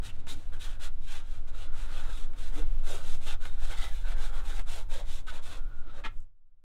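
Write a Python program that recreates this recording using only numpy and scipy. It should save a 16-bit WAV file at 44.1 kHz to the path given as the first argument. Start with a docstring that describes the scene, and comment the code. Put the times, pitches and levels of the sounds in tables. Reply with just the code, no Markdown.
"""In a garage, close at the microphone: a small brush scrubs and dabs liquid along welded seams
of a steel floor pan. Bristles flick over the beads as shaped noise, and the sheet rings under them.
Now and then the brush knocks in short decaying bursts, or judders on one unsteady pitch.
Low noise rumbles as air on the microphone, over workshop noise and a faint whir of two noise bands.
One last hard scrape rasps and rings; after it the background sinks away."""
import sys
import numpy as np
from scipy import signal
from scipy.fft import rfft, irfft, next_fast_len
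from scipy.io import wavfile
from scipy.ndimage import uniform_filter1d

SR = 44100
rng = np.random.default_rng(int(sys.argv[2]) if len(sys.argv) > 2 else 0)


def to_wav(sig):
    """Store sig (one row per channel, or 1-D mono) as 16-bit WAV at the path in sys.argv[1].

    Samples outside -1..1 are clipped; the rate is SR.
    """
    pcm = np.clip(np.atleast_2d(sig), -1, 1) * 32767
    pcm = np.round(pcm).astype(np.int16)
    wavfile.write(sys.argv[1], SR, pcm.T)  # frames by channels


N = 292806
T = np.arange(N) / SR
FFT_SIZE = 2 * next_fast_len(N // 2 + 1)
HZ = np.fft.rfftfreq(FFT_SIZE, 1 / SR)


def amp(db):
    """Decibels to gain."""
    return 10 ** (np.asarray(db) / 20)


def unit(x):
    """Scales to rms 1."""
    return x / np.sqrt(np.mean(x ** 2) + 1e-20)


def noise():
    """White noise over the whole scene."""
    return rng.standard_normal(N)


def over_time(points):
    """Joins (t/s, value) points by straight lines."""
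    return np.interp(T, *np.transpose(points))


def spectrum(points):
    """Joins (f/Hz, level/dB) points on a logarithmic frequency axis."""
    hz, db = np.transpose(points)
    return np.interp(np.log(HZ + 1), np.log(hz + 1), db)


def humps(modes):
    """Resonance peaks in dB; each width is that at half the peak's dB."""
    return sum(db / (1 + (2 * (HZ - hz) / width) ** 2) for hz, width, db in modes)


def resonance(hz, half_width_hz):
    """One resonance in dB, 6 dB down at half_width_hz from its centre."""
    return -20 * np.log10(1 + ((HZ - hz) / half_width_hz) ** 2)


def colour(x, db):
    """Filters by a dB spectrum, to rms 1."""
    return unit(irfft(rfft(x, FFT_SIZE) * amp(db), FFT_SIZE)[:N])


def below(x, hz):
    """The part of a sound under a frequency."""
    return irfft(rfft(x, FFT_SIZE) / (1 + (HZ / hz) ** 6), FFT_SIZE)[:N]


def wander(rate_hz):
    """Slow random curve of rms 1, with two chance points per cycle of rate_hz."""
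    knots = np.arange(0, N / SR + 1, .5 / rate_hz)
    return unit(np.interp(T, knots, rng.standard_normal(len(knots))))


def swell(t, half):
    """A smooth rise to 1 at t = 0, and back."""
    return np.cos(np.pi / 2 * np.clip(t / half, -1, 1)) ** 2


def flow(points):
    """Low turbulence, evened out to about rms 1 throughout."""
    x = colour(noise(), spectrum(points))
    power = uniform_filter1d(uniform_filter1d(x ** 2, size=8000), size=4000)
    return x / np.sqrt(power)


def flicks(per_s, spread_db, hiss):
    """Bristles snap free at random, a few of them hard, over a smooth rub."""
    size = amp(spread_db * np.minimum(rng.exponential(1, N), 4))
    snaps = size * rng.choice([-1., 1.], N) * (rng.random(N) < per_s / SR)
    return unit(snaps) + hiss * noise()


# Draught at the microphone: t/s, slow surge level/dB, buffeting level/dB
DRAUGHT_LEVELS = [(0, -27.5, -48), (.85, -23.5, -52), (1.15, -24.5, -53.5), (1.7, -23, -50.5),
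                  (2.3, -22, -52.5), (2.75, -17.5, -48.5), (3.6, -21.5, -49.5), (4.4, -21.5, -51.5),
                  (5.5, -26, -52), (6.2, -28.5, -56)]
# Spectrum of the slow surge: f/Hz, relative level/dB per Hz
RUMBLE_SPECTRUM = [(4, -3.5), (9, 14), (15, 0.5), (22, -11.5), (30, -8), (42, -24), (60, -29), (90, -46.5),
                   (200, -80.5)]
# Spectrum of the quicker buffeting: f/Hz, relative level/dB per Hz
BUFFET_SPECTRUM = [(35, -38.5), (55, 0.5), (78, -2), (100, -7), (130, -15), (200, -24.5), (400, -72.5)]
GUST_DB, GUST_HZ = 1.0, 5.1  # rms unevenness and its rate


def draught():
    """Air on the microphone: low turbulence in a slow surge and a buffeting band, both gusting."""
    s, surge_db, buffet_db = np.transpose(DRAUGHT_LEVELS)
    surge = amp(np.interp(T, s, surge_db) + GUST_DB * wander(GUST_HZ))
    buffet = amp(np.interp(T, s, buffet_db) + GUST_DB * wander(GUST_HZ))
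    return surge * flow(RUMBLE_SPECTRUM) + buffet * flow(BUFFET_SPECTRUM)


# Noise of the workshop: t/s, level/dB
WORKSHOP_LEVELS = [(0, -60.5), (1.2, -64.5), (1.7, -59.5), (2.75, -59.5), (4, -68.5), (5.2, -64),
                   (5.95, -62.5), (6.2, -69.5)]
# Its dull spectrum: f/Hz, relative level/dB per Hz
WORKSHOP_SPECTRUM = [(60, -11), (150, -7.5), (220, 1), (290, 5.5), (350, -3.5), (550, -2.5), (1000, -7.5),
                     (1400, -10), (1800, -14.5), (3800, -17.5), (4700, -25), (8000, -32), (15000, -50)]


def workshop():
    """The garage behind the brush: steady coloured noise of slowly changing level."""
    return amp(over_time(WORKSHOP_LEVELS)) * colour(noise(), spectrum(WORKSHOP_SPECTRUM))


# Swells of the whir: middle t/s, half length t/s, level/dB
WHIR_SWELLS = [(1.877, 0.58, -64), (4.3, 0.93, -79), (5.72, 0.42, -63.5)]
WHIR_REST_DB = -79.5  # between swells


def whir():
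    """A faint hollow whir: two neighbouring resonances of noise swell and fade together."""
    level = amp(WHIR_REST_DB) + sum(amp(db) * swell(T - s, half) for s, half, db in WHIR_SWELLS)
    broad = colour(noise(), resonance(hz=1346, half_width_hz=162))
    narrow = colour(noise(), resonance(hz=1425, half_width_hz=50))
    return level * unit(0.66 * broad + narrow)


HUSH_S, HUSH_FALL_S, HUSH_DB = 6.2, .13, -22  # start, fall time and final change


def background():
    """Draught, workshop and whir, which sink away together at the end."""
    hush = amp(HUSH_DB * np.clip((T - HUSH_S) / HUSH_FALL_S, 0, 1))
    return hush * (draught() + workshop() + whir())


def cab(x, t60=0.16, tail_db=-11):
    """The steel walls around the pan return a short tail of decaying noise, dulled by a low-pass."""
    t = T[:SR // 2]
    tail = rng.standard_normal(len(t)) * amp(-60 * t / t60) * (t > .003)
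    tail = tail / np.linalg.norm(tail)
    dull = signal.butter(2, 4200, fs=SR, output="sos")
    tail = signal.sosfilt(dull, tail)
    return x + amp(tail_db) * signal.oaconvolve(x, tail)[:N]  # tail_db sets it before the low-pass loss


# Faint crackles of the wet tuft: middle t/s, half length t/s, level/dB
CRACKLE_SWELLS = [(5.773, .04, -76), (6.188, 0.086, -76.5)]


def crackles():
    """Wet bristles part in tiny high ticks, random snaps through one broad treble resonance."""
    drive = flicks(per_s=420, spread_db=4.0, hiss=0.33)
    ticks = colour(drive, resonance(hz=7300, half_width_hz=1500))
    return ticks * sum(amp(db) * swell(T - s, half) for s, half, db in CRACKLE_SWELLS)


# Rasp of the last scrape: f/Hz, relative level/dB per Hz
RASP_SPECTRUM = [(120, 3.5), (220, 1), (700, -2.5), (1500, -5), (3300, 0), (4200, -11), (4800, -15.5),
                 (8000, -20.5), (11000, -30.5), (15000, -49.5)]
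# Steel ringing in that scrape: f/Hz, width f/Hz, peak level/dB
SCRAPE_MODES = [(880, 60, 12.5), (1180, 71, 11), (1330, 100, 16.5), (1700, 78, 16), (1894, 78, 15),
                (2120, 80, 12.5), (2430, 120, 2), (2460, 50, 10.5), (2760, 50, 6.5), (3250, 120, 4),
                (4050, 60, 10.5)]
SCRAPE_S, SCRAPE_DB = 6.036, -37.5
SCRAPE_ATTACK_S, SCRAPE_HOLD_S, SCRAPE_T60 = 0.012, 0.028, 0.09  # the hold includes the attack


def scrape():
    """One hard rasp over an edge bites, holds and dies away, coloured by the ringing steel."""
    age = T - SCRAPE_S
    bite = np.clip(age / SCRAPE_ATTACK_S, 0, 1)
    decay_db = -60 * np.maximum(age - SCRAPE_HOLD_S, 0) / SCRAPE_T60
    rasp = flicks(per_s=2200, spread_db=3.0, hiss=0.99)
    ringing = colour(rasp, spectrum(RASP_SPECTRUM) + humps(SCRAPE_MODES))
    return bite * amp(SCRAPE_DB + decay_db) * ringing


# Stick and slip, low judder to squeak: middle t/s, half length t/s, f/Hz, rms pitch scatter f/Hz, level/dB
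STICK_SLIPS = [(0.101, 0.021, 2820, 220, -51), (0.305, 0.043, 3720, 120, -47),
               (0.352, 0.099, 293.4, 28, -55.5), (0.624, 0.016, 3830, 43, -48.5),
               (2.607, 0.074, 293, 10.2, -46), (2.606, 0.047, 447, 17, -51), (2.904, 0.066, 567, 38, -47.5),
               (2.927, 0.08, 429, 45, -48.5), (3.294, 0.024, 2730, 63, -49), (3.831, 0.11, 2010, 43, -50.5),
               (3.929, 0.035, 1690, 61, -59), (3.831, 0.024, 3250, 330, -47), (4.07, 0.09, 1540, 67, -55.5),
               (4.781, 0.059, 601, 76, -54), (4.984, 0.076, 564, 50, -53), (5.29, 0.022, 1290, 22, -44),
               (5.291, 0.035, 1485, 38, -49), (5.886, 0.034, 273.5, 38, -56),
               (5.889, 0.034, 1320, 7.2, -57.5), (5.996, 0.045, 561, 32, -54.5)]


def judders(rough=0.57):
    """Stick and slip swells and fades on one tone of unsteady pitch and strength."""
    out = np.zeros(N)
    for s, half, hz, scatter_hz, db in STICK_SLIPS:
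        near = abs(T - s) < half
        smooth = signal.butter(2, min(2 * scatter_hz, 4000), fs=SR, output="sos")
        chance = signal.sosfilt(smooth, rng.standard_normal((2, SR)))[:, -near.sum():]
        drift, grip = unit(chance[0]), unit(chance[1])
        tone = np.sin(2 * np.pi * np.cumsum(hz + scatter_hz * drift) / SR)
        out[near] += amp(db) * swell(T[near] - s, half) * unit(tone * (1 + rough * grip))
    return out


# Brush against a weld bead: t/s, level/dB of crack and burst alike, burst's 60 dB decay t/s
BEAD_KNOCKS = [(0.02, -59, 0.04), (0.269, -44, 0.1), (0.523, -59, .06), (1.154, -50, 0.018),
               (1.468, -94, .06), (2.334, -56, 0.12), (3.454, -38, 0.036), (3.623, -48, .04),
               (4.595, -40, 0.034), (5.269, -46.5, 0.05), (6.061, -49, 0.013)]
# Resonances of the floor pan, heard in knocks and scrubbing: f/Hz, width f/Hz, peak level/dB
PAN_MODES = [(284, 26, 9), (514, 89, 2.5), (706, 38, 4.5), (802, 22, 7.5), (904, 90, 4), (1228, 15, 2),
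             (1583, 60, 4.5), (1890, 18, 4), (1910, 12, 6.5), (2063, 79, 4), (2290, 70, 2), (2870, 110, 1),
             (3257, 91, 5), (3265, 80, -0.5), (3500, 42, 5), (3740, 240, 3), (4780, 95, 4.5)]


def knocks(crack_t60=0.0032):
    """Each knock is a sharp crack and a short burst that dies in the damped pan."""
    force = np.zeros(N)
    for s, db, t60 in BEAD_KNOCKS:
        hit = (T >= s) & (T < s + 2 * t60)
        age = T[hit] - s
        burst = amp(db - 60 * age / t60)
        crack = amp(db - 60 * age / crack_t60)
        force[hit] += burst + crack
    # f/Hz, relative level/dB per Hz
    body = [(100, 14), (300, 1), (800, 3.5), (1500, 5.5), (3800, -3.0), (4800, -16), (8000, -11), (15000, -34.5)]
    return force * colour(noise(), spectrum(body) + humps(PAN_MODES))


# Strokes of the brush: start t/s, speeding up t/s, slowing down t/s, tips level/dB, sheet level/dB,
# lift of the tips' treble against their lower part/dB
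BRUSH_STROKES = [ (0.015, 0.046, 0.066, -50.5, -55.5, 3.5), (0.1, 0.045, .06, -68.5, -71, 1),
                 (0.18, 0.02, 0.022, -64, -79, -1), (0.267, 0.039, .055, -45, -51, 6),
                 (0.31, 0.047, 0.2, -64.5, -67.5, 3.5), (0.52, 0.018, 0.058, -59.5, -53.5, 1.5),
                 (0.586, 0.049, 0.053, -48, -56.5, 2.5), (0.635, .045, 0.11, -56, -56, 0),
                 (0.789, 0.055, 0.057, -47, -52, 1.5), (0.99, 0.12, .05, -57, -78, 0.5),
                 (1.065, 0.064, 0.11, -48.5, -54.5, -1), (1.19, 0.14, 0.1, -61.5, -64.5, 0.5),
                 (1.463, 0.026, 0.03, -59, -59.5, 1), (1.513, 0.084, 0.11, -56, -57, -1),
                 (1.712, 0.08, 0.14, -55, -53.5, 2), (1.86, 0.11, 0.067, -52, -52, -1.5),
                 (1.96, 0.073, 0.11, -57, -51.5, 0.5), (2.04, 0.12, 0.12, -54.5, -58.5, 3.5),
                 (2.18, 0.058, 0.043, -60, -63, 1), (2.352, 0.062, 0.15, -54.5, -58, 2),
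                 (2.516, .055, 0.078, -51.5, -51, 3), (2.56, 0.11, 0.5, -69, -67, -5),
                 (2.819, .1, .12, -47, -51.5, 4), (2.975, 0.12, 0.086, -50.5, -58.5, 2),
                 (3.1, 0.026, 0.085, -54.5, -59.5, 4.5), (3.192, 0.08, 0.042, -50.5, -56, 4),
                 (3.26, 0.029, 0.08, -45.5, -49.5, 0.5), (3.396, 0.054, 0.069, -52, -54.5, 1),
                 (3.47, 0.056, 0.083, -61.5, -63, 0), (3.565, .1, .07, -52, -56, 2),
                 (3.681, 0.035, 0.06, -48.5, -49.5, -0.5), (3.72, 0.098, 0.11, -47.5, -53, 1.5),
                 (3.86, 0.039, 0.22, -56.5, -62, 1.5), (4.035, 0.068, 0.06, -51.5, -51.5, -2.5),
                 (4.139, 0.12, 0.066, -50.5, -50, 1), (4.305, 0.067, 0.078, -55, -51.5, -1),
                 (4.424, 0.068, 0.069, -50, -51, 2), (4.5, 0.065, 0.075, -51.5, -55, 2),
                 (4.653, 0.076, .13, -48, -52.5, 3), (4.882, 0.062, 0.11, -49.5, -53.5, 2),
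                 (5.03, 0.11, 0.094, -50.5, -58.5, 2.5), (5.262, 0.035, 0.03, -48.5, -56.5, -4),
                 (5.305, 0.044, 0.071, -53.5, -51.5, 1.5), (5.405, 0.06, 0.073, -54.5, -62.5, 5),
                 (5.45, 0.082, 0.083, -52, -54, 0), (5.855, 0.031, 0.096, -69.5, -68, -11.5),
                 (5.919, 0.063, 0.05, -60.5, -57.5, -3), ]
TIPS_POWER, SHEET_POWER = 1.46, 0.65  # exponents of gain against stroke speed
DRAG_DB = -81  # between strokes the tips still drag lightly on the steel


def strokes():
    """Each stroke speeds up and slows down; returns the gains of tips and sheet, and the treble lift."""
    touching = 1. * (T > BRUSH_STROKES[0][0]) * (T < BRUSH_STROKES[-1][0])
    touching = uniform_filter1d(touching, size=300)
    tips_power = touching * amp(DRAG_DB) ** 2 + 1e-14
    sheet_power, weighted_lift = np.zeros(N), np.zeros(N)
    for start, rise, fall, tips_db, sheet_db, lift_db in BRUSH_STROKES:
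        on = (T > start) & (T < start + rise + fall)
        ramp = np.interp(T[on] - start, [0, rise, rise + fall], [0, 1, 0])
        speed = np.sin(np.pi / 2 * ramp)
        hiss_power = (amp(tips_db) * speed ** TIPS_POWER) ** 2
        tips_power[on] += hiss_power
        weighted_lift[on] += hiss_power * lift_db  # overlapping strokes count by their power
        sheet_power[on] += (amp(sheet_db) * speed ** SHEET_POWER) ** 2
    return np.sqrt(tips_power), np.sqrt(sheet_power), weighted_lift / tips_power


def roam(x, patchy_db=3.0):
    """As the brush travels, different modes of the sheet answer; in the treble they merge to even hiss."""
    hz, _, z = signal.stft(x, SR, nperseg=1024, noverlap=768)
    patches = uniform_filter1d(rng.standard_normal(z.shape), size=3, axis=0)  # across frequency
    patches = uniform_filter1d(patches, size=14, axis=1)  # across time
    depth_db = patchy_db / (1 + (hz[:, None] / 6000) ** 2)
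    _, patchy = signal.istft(z * amp(depth_db * unit(patches)), nperseg=1024, noverlap=768)
    return unit(patchy[:N])


# Bristle tips on the steel: f/Hz, relative level/dB per Hz
TIPS_SPECTRUM = [(900, -63), (1700, -12), (2500, 0.5), (3300, 0), (4000, 0.5), (4600, -7.5), (5600, -7),
                 (7400, -6), (9000, -8), (11000, -14.5), (13000, -19), (15700, -23.5)]


def bristle_tips(drive, lift_db):
    """The tips hiss through the pan's resonances; bright strokes tilt power from below 4600 Hz to above."""
    hiss = colour(drive, spectrum(TIPS_SPECTRUM) + humps(PAN_MODES))
    swish = below(hiss, hz=4600)
    fizz = hiss - swish
    tilt = amp(np.clip(lift_db, -12, 12) / 2)  # half the lift each way
    return swish / tilt + fizz * tilt


# Sheet under the brush: f/Hz, relative level/dB per Hz
SHEET_SPECTRUM = [(120, 3), (280, -0.5), (520, 7), (750, 4), (1050, 5.5), (1450, 10.5), (1900, -2),
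                  (2600, -18.5), (4200, -40), (7000, -59.5)]
# How freely the sheet flexes, stiff in the first corner: t/s, level/dB on its low modes
SHEET_FLEX = [(0, -6), (1.2, -0.5), (1.7, -3.5), (3, 4), (3.7, 2), (4.3, 0.5), (5.5, 3), (6, 6)]


def sheet_ring(drive):
    """The sheet rings under the bristles, its modes below 1030 Hz following how freely it flexes."""
    ring = colour(drive, spectrum(SHEET_SPECTRUM) + humps(PAN_MODES))
    flex = amp(over_time(SHEET_FLEX))
    return ring + (flex - 1) * below(ring, hz=1030)


def brush(grip_db=1.0):
    """Scrubbing drives the hiss of the tips and, by how hard the brush is pushed, the sheet."""
    tips_gain, sheet_gain, lift_db = strokes()
    grip = amp(grip_db * wander(rate_hz=36))  # the tuft catches and slips
    drive = roam(flicks(per_s=4000, spread_db=2.5, hiss=0.61))
    return grip * (tips_gain * bristle_tips(drive, lift_db) + sheet_gain * sheet_ring(drive))


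def scene():
    """The brush close by in the steel cab, and the air and garage around it."""
    steel = crackles() + scrape() + judders() + knocks() + brush()
    return (background() + cab(steel))[None]


def record(dry):
    """The microphone's band limit: a steep low-pass at 15750 Hz."""
    low_pass = signal.firwin(511, 15750, window=("kaiser", 9), fs=SR)
    return signal.oaconvolve(dry, low_pass[None], "same")


dry = scene()
out = record(dry)
to_wav(out)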